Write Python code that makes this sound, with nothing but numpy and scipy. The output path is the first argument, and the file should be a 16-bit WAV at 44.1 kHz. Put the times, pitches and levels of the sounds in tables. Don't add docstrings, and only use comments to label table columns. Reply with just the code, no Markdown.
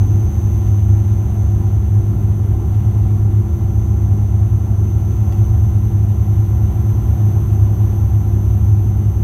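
import sys
import numpy as np
from scipy import signal
from scipy.fft import rfft, irfft
from scipy.io import wavfile
from scipy.ndimage import uniform_filter1d

SR = 44100
rng = np.random.default_rng(int(sys.argv[2]) if len(sys.argv) > 2 else 0)


def wrap_up_sound(samples):
    columns = np.atleast_2d(samples).T
    tamed = np.clip(columns, -1, 1)
    steps = np.round(tamed * 32767).astype(np.int16)
    wavfile.write(sys.argv[1], SR, steps)


N = 407043


def undb(db):
    return 10 ** (np.asarray(db) / 20)


def swell(db):
    return undb(db - np.mean(db))


def unit(x):
    return x / np.sqrt(np.mean(np.abs(x) ** 2))


def curves(table):
    times_s, *columns = np.transpose(table)
    return [np.interp(np.arange(N) / SR, times_s, column) for column in columns]


def surges(table):
    t = np.arange(N) / SR
    return sum(db * .5 ** ((2 * (t - mid_s) / length_s) ** 2) for mid_s, length_s, db in table)


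def walk(rate_hz):
    f = np.arange(N + 1) * SR / (2 * N)
    white = rfft(rng.standard_normal(2 * N))
    return unit(irfft(white / (1 + (f / rate_hz) ** 2))[:N])


def angle(hz):
    return 2 * np.pi * (np.cumsum(hz) / SR + rng.random())


def wakes(blade_rad, sharpness):
    return np.exp(sharpness * (np.cos(blade_rad) - 1))


def turbulence(spectrum, resonances=()):
    f = np.arange(N // 2 + 1) * SR / N
    hz, db = np.transpose(spectrum)
    shape_db = np.interp(np.log(f + 1), np.log(hz), db)
    for centre_hz, width_hz, boost_db in resonances:
        shape_db += boost_db * .5 ** ((2 * (f - centre_hz) / width_hz) ** 2)
    return irfft(rfft(rng.standard_normal(N)) * undb(shape_db), N) * np.sqrt(SR / 2)


def trim_ticks(scrape_s=.007, scrape_db=1.0):
    # t/s, level/dB
    ticks = [(2.745, -55), (5.315, -59), (5.323, -47)]
    # f/Hz, relative level/dB, t60/s
    modes = [(1960, 3, 0.031), (2700, -3, .15), (3390, 0, 0.044), (4650, -6, .08), (5400, -13, .03),
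             (7510, -10, .05), (9000, -11, .03)]
    t = np.arange(SR // 6) / SR
    ring = sum(undb(db - 60 * t / t60_s) * np.sin(2 * np.pi * hz * t) for hz, db, t60_s in modes)
    out = np.zeros(N)
    for start_s, db in ticks:
        scrape = signal.lfilter([1], [1, -.5], rng.standard_normal(len(t))) * np.exp(-t / scrape_s)
        start = int(start_s * SR)
        out[start:start + len(t)] += undb(db) * (ring + undb(scrape_db) * scrape)
    return out


def airflow(flow_db, hiss_db, flicker_db=0.5):
    # f/Hz, density/dB
    rush_spectrum = [(250, -97.5), (450, -75), (750, -71.5), (1050, -75.5), (1400, -81.5), (1800, -89.5),
                     (3000, -115)]
    # f/Hz, width/Hz, boost/dB
    panels = [(561, 41, 4), (685, 51, 3.5), (768.5, 98, 6.5), (1015, 90, 2.5)]
    # f/Hz, density/dB
    hiss_spectrum = [(900, -108), (1800, -89), (2900, -89.5), (3700, -93.5), (4080, -98.5), (4500, -97),
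                     (5050, -105), (5450, -99.5), (7500, -100), (9000, -96), (10300, -102), (11500, -99.5),
                     (13500, -99), (15700, -99)]
    rush = turbulence(rush_spectrum, panels) * swell(flow_db + flicker_db * walk(12))
    hiss = turbulence(hiss_spectrum) * swell(hiss_db + 0.5 * walk(16))
    return rush + hiss


def gears(shaft_hz, far_db=-15, far_ratio=1.006):
    orders = [1, 3, 4, 5, 5.3, 6, 13, 14.3]
    levels_db = [-35.5, -58, -56.5, -69, -80.5, -64, -79, -78]
    out = 0
    for order, db in zip(orders, levels_db):
        near = np.sin(angle(order * shaft_hz) + 0.18 * walk(7.3))
        far = undb(far_db) * np.sin(angle(order * shaft_hz * far_ratio))
        out += (near + far) * undb(db + walk(0.72))
    return out


def chopped_tone(hz, blade_rad, kick_rad, sway_rad, shade, sharpness, glint=0, lead_rad=0):
    bend_rad = kick_rad * wakes(blade_rad, sharpness) + sway_rad * np.cos(blade_rad)
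    bend_rad *= 1 + .1 * walk(1)
    scatter = .12 * (walk(30) + 1j * walk(30))
    tone = (1 + scatter) * np.exp(1j * (angle(hz) - bend_rad))
    lift = glint * wakes(blade_rad + lead_rad, sharpness)
    dimming = shade * wakes(blade_rad - 1.35, sharpness / 4)
    return unit((1 + lift - dimming) * tone.real)


def turbine(shaft_hz, blade_rad, churn_shade=0.25, whine_offset_db=-2.5, buzz_offset_db=-1.0):
    compressor_orders = [18.3, 36.305]
    # t/s, whine level/dB, buzz level/dB
    levels = [(0, -46, -57), (.6, -47, -55), (1.2, -50, -58), (1.9, -52, -58), (2.4, -55, -57.5),
              (3.3, -55.5, -58.5), (3.8, -51.5, -57.5), (4.4, -53, -59), (5.45, -50, -54.5),
              (5.9, -53, -55.3), (7.1, -51, -52.5), (8.4, -51.5, -53.5), (9.2, -53.5, -55.3)]
    # f/Hz, density/dB
    churn_spectrum = [(5200, -120), (5850, -90), (6220, -90.5), (6500, -97), (7200, -125), (10800, -125),
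                      (11600, -99), (12050, -88.5), (12450, -91.5), (12900, -100.5), (13600, -120)]
    stage_orders = [17.3, 20.41, 21.3, 22.3, 23.72, 25.84, 27.3, 31.6, 33.6, 37.5, 40.9, 45.05]
    stage_db = [-68, -73, -76, -74, -76, -79, -72, -70, -78, -72, -79, -79]
    whine_db, buzz_db = curves(levels)
    whine_hz, buzz_hz = np.outer(compressor_orders, shaft_hz)
    whine = chopped_tone(whine_hz, blade_rad, kick_rad=-1.95, sway_rad=.45,
                         shade=.62, sharpness=9, glint=.7, lead_rad=1.5)
    buzz = chopped_tone(buzz_hz, blade_rad - 2.65, kick_rad=3.4, sway_rad=.9,
                        shade=.2, sharpness=6, glint=1.4, lead_rad=3.35)
    churn = turbulence(churn_spectrum) * swell(.5 * buzz_db)
    churn *= 1 - churn_shade * wakes(blade_rad - 1.8, sharpness=1.5)
    whine *= undb(whine_db + whine_offset_db + .6 * walk(8.9))
    buzz *= undb(buzz_db + buzz_offset_db)
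    out = whine + buzz + churn
    for order, db in zip(stage_orders, stage_db):
        stage = chopped_tone(order * shaft_hz, blade_rad + rng.uniform(0, 2 * np.pi),
                             kick_rad=1.1, sway_rad=.3, shade=.4, sharpness=5)
        out += stage * undb(db + 1.3 * walk(0.91))
    return out


def buffet(flow_db, evenness=0.69, deep_top_hz=95, flow_share=.65):
    # f/Hz, relative density/dB
    spectrum = [(20, -78.5), (29, -71.5), (37, -48), (55, -42.5), (90, -38.5), (125, -46), (150, -46.5),
                (178, -52.5), (215, -54.5), (255, -59.5), (400, -61.5), (500, -77.5), (700, -110)]
    # f/Hz, width/Hz, boost/dB
    resonances = [(70.7, 21.4, 9), (110.56, 7.9, 14.5), (297, 40, 2.5), (371.3, 23, 3.5)]
    # middle t/s, length/s, change/dB
    rumble_swells = [(.21, .16, 4.5), (2.35, 0.16, -1.5), (3.05, .15, 1), (3.37, 0.22, -0.5),
                     (3.85, 0.11, 3.5), (5.57, .25, 6.5), (6.02, 0.2, 0), (6.68, .15, 7), (7.12, 0.29, 2.5),
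                     (8.63, 0.18, 2.5), (9.05, 0.067, 2)]
    boom = turbulence(spectrum, resonances)
    envelope = unit(np.sqrt(uniform_filter1d(boom ** 2, SR // 6)))
    boom /= envelope ** evenness
    deep = signal.sosfiltfilt(signal.butter(4, deep_top_hz, fs=SR, output="sos"), boom)
    return deep * swell(surges(rumble_swells)) + (boom - deep) * swell(flow_share * flow_db)


def propeller(blade_rad, level_db=-15.0, throb_db=1.16, throb_hz=13.0, flutter_db=0.25):
    # multiple of blade rate, relative level/dB
    harmonics = [(1, 2.5), (2, -13.5), (3, -33), (4, -39.5)]
    # middle t/s, length/s, change/dB
    hum_swells = [(.08, .16, 3), (.32, 0.13, -8), (.73, 0.058, 8.5), (.93, 0.16, 4.5), (1.25, 0.1, -3.5),
                  (1.98, 0.12, 4.5), (2.66, 0.093, -4.5), (3.1, 0.13, 5), (3.52, 0.11, -8.5),
                  (4.12, 0.033, 10.5), (4.42, 0.046, 8.5), (5.15, .25, -1.5), (5.42, 0.09, 3),
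                  (6.4, 0.058, 4.5), (6.77, .09, -7), (7.03, 0.12, -3.5), (7.62, 0.047, 4.5),
                  (8.73, 0.2, 4.5)]
    (_, fundamental_db), *overtones = harmonics
    hum = np.sin(blade_rad) * undb(fundamental_db + surges(hum_swells) + throb_db * walk(throb_hz))
    for order, db in overtones:
        overtone = np.sin(order * blade_rad + rng.uniform(0, 2 * np.pi))
        hum += overtone * undb(db + flutter_db * walk(0.48))
    return hum * undb(level_db)


def scene(blade_hz=102.0):
    # t/s, rush level/dB, hiss level/dB
    flow_levels = [(0, -41, -53.5), (.7, -43, -53.5), (1.4, -42.5, -54.5), (2.4, -43, -56),
                   (2.85, -42, -54.5), (3.4, -43, -56), (4.6, -43, -56), (5.4, -42, -54),
                   (6.0, -43.2, -55.5), (7.2, -40.5, -53.5), (9.2, -43, -56)]
    # t/s, f/Hz
    shaft_speed = [(0, 341.1), (.7, 341.0), (2, 340.4), (3, 339.7), (4, 339.35), (5, 338.95), (6, 338.75),
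                   (7.5, 338.6), (8.3, 338.6), (9.23, 338.8)]
    flow_db, hiss_db = curves(flow_levels)
    shaft_hz, = curves(shaft_speed)
    blade_rad = angle(np.full(N, blade_hz)) + 0.024 * walk(7.8)
    engine = propeller(blade_rad) + gears(shaft_hz) + turbine(shaft_hz, blade_rad)
    return (engine + buffet(flow_db) + airflow(flow_db, hiss_db) + trim_ticks())[None]


def record(dry, top_hz=15600):
    return signal.sosfilt(signal.ellip(10, .1, 80, top_hz, fs=SR, output="sos"), dry)


dry = scene()
out = record(dry)
wrap_up_sound(out)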